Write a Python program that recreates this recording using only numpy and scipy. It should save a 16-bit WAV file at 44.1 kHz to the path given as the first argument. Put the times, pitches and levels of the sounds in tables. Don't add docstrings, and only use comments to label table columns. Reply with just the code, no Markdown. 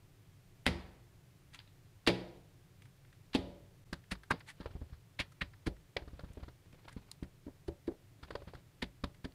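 import sys
import numpy as np
from scipy import signal
from scipy.fft import rfft, irfft, next_fast_len
from scipy.io import wavfile
from scipy.ndimage import uniform_filter1d, map_coordinates

SR = 44100
rng = np.random.default_rng(int(sys.argv[2]) if len(sys.argv) > 2 else 0)


def rack_gain(trim_db):
    fader = np.asarray(trim_db, float)
    return 10 ** (fader / 20)


def put_to_file(sound):
    columns = np.atleast_2d(sound).T
    safe = np.clip(columns, -1, 1)
    whole_steps = np.round(safe * 32767)
    wavfile.write(sys.argv[1], SR, whole_steps.astype(np.int16))


N = 411894
CHANGE_S, SPEEDUP = 3.841, 3.42

# (frequency [Hz], density [dB/Hz])
HUM_SPECTRUM = [(13, -38), (22, 3.5), (54, -17), (81, -7), (96, -1), (139, -3.5), (188, -11), (211, -26),
                (293, -15), (324, -28.5), (350, -15.5), (387, -24.5), (407, -19.5), (450, -35), (580, -55),
                (990, -120)]
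# (time [s], level [dB])
HUM_LEVEL = [(0.0, -62.5), (0.6, -63), (9.34, -64)]
# (frequency [Hz], density [dB/Hz])
HISS_SPECTRUM = [(250, -35.5), (420, -9), (460, -9), (746, -11.5), (817, -13.5), (1350, -15), (1930, -15.5),
                 (2020, -15), (5930, -22), (15600, -26)]
# (frequency [Hz], t60 [s])
SHOP_T60 = [(100, 0.32), (400, 0.86), (1000, 0.78), (2500, 0.55), (6000, 0.49), (12000, 0.38)]
# (frequency [Hz], level [dB], t60 [s])
TOP_MODES = [(183.4, -2, .55), (269.8, 0.5, 0.3), (341.5, -7, 0.47), (407, -8.5, 0.41), (462, -3.5, 0.15),
             (514, -17, 0.29), (574.5, -5, 0.63), (723.6, -6.5, 0.45), (834, -10, 0.47), (966, -7.5, 0.61)]
# (frequency [Hz], level [dB], t60 [s])
FRAME_MODES = [(54.1, -4.5, 1), (75.4, 6, 0.47), (97.6, -0.5, .4), (120.2, 0.5, 0.43)]
# (frequency [Hz], density [dB/Hz])
SLAP_SPECTRUM = [(300, -24), (900, 0), (1160, -5), (2060, -3.5), (2700, -6), (3500, -3), (4800, -5),
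                 (6000, -25), (9000, -49.5)]
# (frequency [Hz], density [dB/Hz])
EDGE_SPECTRUM = [(3500, -24.5), (5500, 2.5), (7500, 4.5), (10400, 4.5), (12500, -7.5), (15500, -14.5)]
# (time [s], level [dB], half length [ms])
RUBS = [
    (1.547, -56.5, 10.3),
    (4.494, -50.5, 14),
    (6.925, -68, 12),
]
# (time [s], level [dB])
FUMBLES = [
    [(4.56, -73), (4.66, -67.5), (4.85, -74), (5.03, -81)],
    [(5.98, -69), (6.212, -70), (6.45, -70), (6.53, -80)],
    [(6.64, -80), (6.8, -72), (6.9, -70), (7.08, -71), (7.2, -78)],
    [(8.18, -73), (8.426, -67), (8.62, -70)],
]
# (frequency [Hz], density [dB/Hz])
FINGER_SPECTRUM = [(60, -7), (200, 10), (500, 5.5), (1200, -2), (2500, -4), (4500, -8.5), (6000, -27),
                   (9000, -45)]
# (time [s], level [dB], colour [Hz], edge level [dB])
TICKS = [(1.538, -57, 4200, -70), (1.547, -49, 2290, -56), (1.557, -56, 2420, -71), (1.591, -47, 3660, -80),
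         (1.6022, -56.5, 1880, -81), (1.6767, -61, 3130, -97), (2.8223, -57.5, 2220, -66),
         (2.857, -61.5, 1650, -70), (3.051, -65, 1820, -84), (3.1292, -60, 1970, -75),
         (4.0405, -62.5, 2090, -86), (4.1546, -52.5, 1290, -78), (4.2365, -52.5, 1490, -66),
         (4.397, -67, 2140, -65), (4.408, -52, 1570, -78), (4.631, -56, 1340, -85), (4.647, -61, 1180, -91),
         (5.3225, -60.5, 1390, -66), (5.538, -58.5, 1554, -87), (5.767, -64.5, 2000, -80),
         (5.992, -57, 1600, -84), (6.208, -57, 1270, -79), (6.3349, -70, 2400, -62),
         (6.893, -54, 1290, -64), (6.9288, -60, 1910, -58), (7.1154, -44.5, 4690, -43.5),
         (7.243, -60.5, 1765, -86), (8.251, -57, 1460, -74), (9.148, -63, 2050, -71),
         (9.322, -63, 3740, -71)]
# (time [s], tick level [dB], knock level [dB], knock pitch [Hz], thump level [dB])
DABS = [(4.602, -51.5, -41.5, 207, -47), (4.658, -50, -35, 480, -41), (4.707, -62, -57, 231, -50),
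        (4.752, -66, -42.5, 149, -38.5), (4.815, -68, -43, 241, -39), (4.925, -60.5, -60.5, 140, -43),
        (6.02, -60, -46, 353, -47.5), (6.076, -56.5, -46, 286, -46.5), (6.1323, -65, -47, 215, -45),
        (6.193, -52, -43.5, 600, -55), (6.2355, -62, -43, 153, -41), (6.303, -78, -50, 160, -45.5),
        (6.3718, -67, -43.5, 250, -43.5), (6.396, -68, -49.5, 170, -64), (6.428, -54, -48.5, 253, -41),
        (6.481, -57.5, -46, 292, -50), (8.229, -47, -53, 280, -47.5), (8.3055, -43, -39.5, 450, -54),
        (8.322, -64, -49, 280, -53), (8.3524, -42, -33.5, 463, -45.5), (8.419, -60, -46, 410, -51),
        (8.473, -55.5, -44, 169.4, -47.5), (8.5351, -58, -44.5, 514, -65), (8.547, -51, -53, 299, -47)]
# (time [s], slap level [dB], slap spread [ms], knock level [dB], knock pitch [Hz])
ROCKS = [(0.6597, -40, 1.9, -70, 280), (0.671, -31.5, 1.6, -70, 280), (0.6776, -31, 3, -33, 202),
         (0.686, -37.5, 2.2, -32, 179), (2.0672, -33, 1.2, -70, 300), (2.0812, -26.5, 6.4, -25.5, 352),
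         (2.093, -41, 1.1, -25.5, 563), (2.1022, -38, 2.3, -39, 280), (3.3355, -46, 2.8, -70, 270),
         (3.344, -38.5, 1.1, -70, 270), (3.3544, -33, 5, -45, 260), (3.362, -45, 1.3, -34.5, 277),
         (3.94, -44, 1.6, -72, 210), (4.319, -30, 1.4, -32, 180), (4.338, -62, 4, -36, 178),
         (5.193, -34, 2.1, -44.5, 191), (5.413, -35, 2.4, -38, 174), (5.665, -60, 1.9, -34.5, 229),
         (7.48, -69, 3.2, -41, 277), (7.688, -70, 2.2, -38, 350), (7.721, -80, 2, -54, 403),
         (7.918, -72, 6, -44, 400), (8.842, -46.5, 2.2, -61, 240), (9.253, -66, 2, -37, 260)]
# (time [s], knock level [dB], knock pitch [Hz], thump level [dB], knock length [ms])
WEIGHTS = [(0.666, -25, 282, -35, 5.9), (2.075, -21.5, 302, -34.5, 9.9), (3.349, -25, 274, -38, 17),
           (3.9273, -34.5, 207, -42.5, 11), (4.1181, -36, 197, -41.5, 15.2), (4.3078, -30.5, 284, -38, 8.9),
           (5.2, -35.5, 176, -41.5, 8.1), (5.42, -40.5, 178, -39.5, 11), (5.671, -28.5, 292, -31.5, 14),
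           (5.9648, -28.5, 492, -44, 7), (6.657, -61, 365, -70, 6.8), (6.7302, -54, 213, -62, 11),
           (6.8786, -46.5, 854, -58, 4.9), (6.965, -39.5, 178, -42.5, 9.1), (7.2261, -32, 190, -43.5, 4.5),
           (7.4663, -41, 273, -48.5, 11), (7.6825, -36, 360, -38, 13.4), (7.8784, -29.5, 327, -45.5, 17),
           (8.8262, -31.5, 244, -44, 12), (9.0373, -33, 228, -36, 11), (9.245, -38.5, 176, -42, 6)]
# (centre time [s], slap level [dB], colour [Hz], edge level [dB], spread [ms])
BLOWS = [(0.6657, -21.5, 2070, -34.5, 0.91), (2.075, -23, 2500, -36.5, 2),
         (3.349, -31.5, 2900, -43.5, 0.51), (3.9318, -36.5, 1420, -49.5, 2.7),
         (4.1194, -36, 1850, -45.5, 6), (4.3109, -24, 1310, -45, 4.2), (5.2035, -32.5, 2270, -49, 7.3),
         (5.419, -31.5, 2050, -55, 4.6), (5.671, -37, 1690, -51.5, 5.8), (5.969, -32, 2220, -53.5, 1.9),
         (6.6603, -69, 1360, -81.5, 2.5), (6.7294, -61.5, 2130, -71, 2.9), (6.884, -47.5, 1490, -64, 2.3),
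         (6.9698, -64, 1550, -91, 2.5), (7.2324, -54.5, 2260, -64.5, 2.9), (7.469, -67, 1620, -84, 3),
         (7.684, -51.5, 1220, -61.5, 4.3), (7.878, -55, 1870, -69, 4.8), (8.8262, -35, 2100, -52.5, 3.9),
         (9.0418, -34.5, 1210, -53.5, 2.53), (9.2494, -45.5, 1740, -59.5, 4.2)]

BROAD, BROAD_PER_DB, ROUGH, ROUGH_PER_DB = 0.6, 0.07, 0.6, -0.009
ROCK_DULL_DB, ROCK_THUMP_DB, ROCK_CYCLES = -4.5, -18, 2.83
DAB_CYCLES, DAB_ROUGH = 3.27, 0.69
DAB_HZ, DAB_EDGE_DB, DAB_BROAD = 1250, -20.5, 0.41
DAB_LAG_CYCLES, DAB_TICK_CYCLES = 1.6, 1.3
TICK_MS, TICK_SHRINK, TICK_BROAD = 2.4, 1.36, 0.36


def unit(x):
    return x / np.sqrt(np.mean(x ** 2) + 1e-20)


def loudest(x, db):
    return rack_gain(db) * x / np.sqrt(np.max(uniform_filter1d(x ** 2, size=88)) + 1e-20)


def same_energy(click, sound):
    return click * np.linalg.norm(sound) / np.linalg.norm(click)


def add(track, s, sound):
    start = round(s * SR)
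    track[start:][:len(sound)] += sound[:len(track) - start]


def along(points, hz):
    f, v = np.transpose(points)
    return np.interp(np.log(hz + 1), np.log(f + 1), v)


def causal(points):
    size = 2 ** 11
    cepstrum = irfft(np.log(rack_gain(along(points, np.fft.rfftfreq(size, 1 / SR)))))
    cepstrum[1:size // 2] *= 2
    cepstrum[size // 2 + 1:] = 0
    return irfft(np.exp(rfft(cepstrum)))[:size // 2]


def through(x, h):
    return signal.fftconvolve(x, h)[:len(x)]


def steep(x, hz, q):
    b, a = signal.iirpeak(hz, q, SR)
    return signal.lfilter(b, a, signal.lfilter(b, a, x))


def rush(points):
    m = next_fast_len(N)
    gain = rack_gain(along(points, np.fft.rfftfreq(m, 1 / SR)))
    return unit(irfft(rfft(rng.standard_normal(m)) * gain, m)[:N])


def floor():
    hum_db = np.interp(np.arange(N) / SR, *np.transpose(HUM_LEVEL))
    return rack_gain(hum_db + 2.5) * rush(HUM_SPECTRUM) + rack_gain(-71.5) * rush(HISS_SPECTRUM)


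def echo(pace):
    hz, s, z = signal.stft(rng.standard_normal(round(0.8 * SR / pace)), SR, nperseg=256)
    decay = rack_gain(-60 * s * pace / along(SHOP_T60, hz)[:, None])
    tail = signal.istft(z * decay, SR, nperseg=256)[1]
    t = np.arange(len(tail)) / SR
    early = 1 + 2.46 * np.exp(-t * pace / 0.015)
    return tail * early * np.clip(t / 0.0013, 0, 1) / np.sqrt(0.027 * SR)


def ring(modes, pace, fuzz, scatter_db):
    t = np.arange(round(0.7 * SR / pace)) / SR
    hz, db, t60 = np.transpose(modes)[..., None]
    db = db + scatter_db * rng.standard_normal(db.shape)
    steps = np.cumsum(rng.standard_normal((len(hz), len(t) // 64 + 1)), 1)
    walk = steps.repeat(64, axis=1)[:, :len(t)]
    phase = 2 * np.pi * hz * t + fuzz * (walk - walk[:, :1])
    return np.sum(rack_gain(db - 60 * t * pace / t60) * np.sin(phase), 0)


def afterglow(source, response, step_s):
    out, step = np.zeros(N), round(step_s * SR)
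    for i in range(0, N, step):
        stretch = source[i:i + step]
        if np.abs(stretch).max() > 1e-9:
            pace = 1 if i + step < CHANGE_S * SR else SPEEDUP
            add(out, i / SR, signal.fftconvolve(stretch, response(pace)))
    return out


def fumble():
    t = np.arange(N) / SR
    level = np.zeros(N)
    for rows in FUMBLES:
        level += rack_gain(np.interp(t, *np.transpose(rows), left=-200, right=-200) + 1.5)
    lumps_per_s = 90
    lump_points = rng.standard_normal(round(N / SR * lumps_per_s) + 4)
    lumps = rack_gain(5.2 * map_coordinates(lump_points, [t * lumps_per_s]))
    return uniform_filter1d(level, size=900) * unit(lumps * rush(FINGER_SPECTRUM))


def rubs():
    t = np.arange(N) / SR
    swell = sum(rack_gain(db) * np.exp(-0.5 * ((t - s) / (ms / 1000)) ** 2) for s, db, ms in RUBS)
    grains = rng.standard_normal(N) * rack_gain(4.9 * rng.standard_normal(N))
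    sheet = 0.2 * grains + signal.lfilter(*signal.iirpeak(1850, 3, SR), grains)
    body = unit(through(sheet, causal(SLAP_SPECTRUM)))
    edge = unit(through(grains, causal(EDGE_SPECTRUM)))
    return swell * (body + rack_gain(-12) * edge)


def nearest(blows, s):
    return min(blows, key=lambda b: abs(b[0] - s))


def loads():
    blows = []
    for b, w in zip(BLOWS, WEIGHTS):
        blows.append((*w, np.clip(ROUGH + ROUGH_PER_DB * (w[1] - b[1]), 0.1, 0.7)))
    rocks = [(s, db, hz, db + ROCK_THUMP_DB, 1000 * ROCK_CYCLES / hz, nearest(blows, s)[-1])
             for s, _, _, db, hz in ROCKS]
    dabs = [(s, db, hz, thump_db, 1000 * DAB_CYCLES / hz, DAB_ROUGH) for s, _, db, hz, thump_db in DABS]
    return sorted(blows + rocks + dabs)


def knocks():
    top, frame, blows = np.zeros(N), np.zeros(N), np.zeros(N)
    t = np.arange(round(0.1 * SR)) / SR
    dull = signal.butter(2, 750, fs=SR)
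    heel_s = 0.004
    heel = np.hanning(round(heel_s * SR))
    for s, db, hz, thump_db, ms, rough in loads():
        peak = signal.iirpeak(hz, 0.63 / max(rough, 0.1), SR)

        def broad(v):
            return signal.lfilter(*dull, signal.lfilter(*peak, v))

        u = t / (0.25 * max(ms, 3) / 1000)
        wave = np.sin(2 * np.pi * hz * t) + rough * unit(broad(rng.standard_normal(len(t))))
        knock = loudest(u * np.exp(-u) * wave, db - 2.0)
        add(top, s, knock)
        add(blows, s, same_energy(broad(signal.unit_impulse(len(t))), knock))
        sway = ring(FRAME_MODES, 1 if s < CHANGE_S else SPEEDUP, fuzz=0.04, scatter_db=4.5)
        add(frame, s - heel_s / 2, loudest(through(sway, heel), thump_db + 6.0))
    return top, frame, blows


def contacts():
    blows = []
    for b, w in zip(BLOWS, WEIGHTS):
        share = BROAD * b[2] / 2000 + BROAD_PER_DB * (w[1] - b[1])
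        blows.append((*b, np.clip(share, 0.1, 1)))
    rocks = []
    for s, db, ms, *_ in ROCKS:
        _, blow_db, hz, edge_db, _, share = nearest(blows, s)
        rocks.append((s, db, hz, db + edge_db - blow_db + ROCK_DULL_DB, ms, share))
    dabs = [(s + DAB_LAG_CYCLES / hz, db, DAB_HZ, db + DAB_EDGE_DB, 1000 * DAB_TICK_CYCLES / hz, DAB_BROAD)
            for s, db, _, hz, _ in DABS]
    ticks = [(*row, TICK_MS * min(2000 / row[2], 1.25) ** TICK_SHRINK, TICK_BROAD) for row in TICKS]
    return sorted(blows + rocks + dabs + ticks)


def slaps():
    out, blows = np.zeros(N), np.zeros(N)
    lead_s = 0.03
    t = np.arange(round(0.08 * SR)) / SR - lead_s
    slap_body, edge_body = causal(SLAP_SPECTRUM), causal(EDGE_SPECTRUM)
    click = signal.unit_impulse(len(t))
    edge_click = through(click, edge_body)
    for s, db, hz, edge_db, ms, share in contacts():

        def spot(v):
            return through(abs(share) * v + steep(v, hz, q=1.2), slap_body)

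        u = t / (max(ms, 0.2) / 1000)
        push = np.where(u < 0, np.exp(-0.75 * u ** 2), np.exp(-0.6 * np.abs(u) ** 1.19))
        grit = push * rng.standard_normal(len(t)) * rack_gain(2.4 * rng.standard_normal(len(t)))
        slap = loudest(spot(grit), db)
        edge = loudest(through(grit, edge_body), edge_db - 3.0)
        add(out, s - lead_s, slap + edge)
        slap_click = spot(click) + 1.1 * through(click, slap_body)
        add(blows, s, same_energy(slap_click, slap) + same_energy(edge_click, edge))
    return out, blows


def scene():
    top, frame, weight = knocks()
    paper, smacks = slaps()
    slides = rubs()
    bench = rack_gain(-50.0) * afterglow(
        weight, lambda pace: ring(TOP_MODES, pace, fuzz=0.071, scatter_db=2.5), step_s=0.16)
    to_room = rack_gain(-14) * (smacks + slides) + rack_gain(-10.0) * weight
    room = afterglow(to_room, lambda pace: echo(pace ** 0.92), step_s=0.2)
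    return (top + bench + frame + paper + slides + fumble() + room + floor())[None]


def band_limit(x):
    return signal.sosfilt(signal.butter(12, 15830, fs=SR, output="sos"), x)


def record(dry):
    fade_s, top_hz = 0.02, 15550
    since = np.arange(N) / SR - CHANGE_S
    gate = np.where(since < 0, 1, np.clip(since / fade_s, 0, 1))
    thin = signal.sosfilt(signal.butter(2, 28, "high", fs=SR, output="sos"), dry)
    limited = signal.sosfilt(signal.ellip(8, 0.5, 60, top_hz, fs=SR, output="sos"), thin * gate)
    return band_limit(limited)


dry = scene()
out = record(dry)
put_to_file(out)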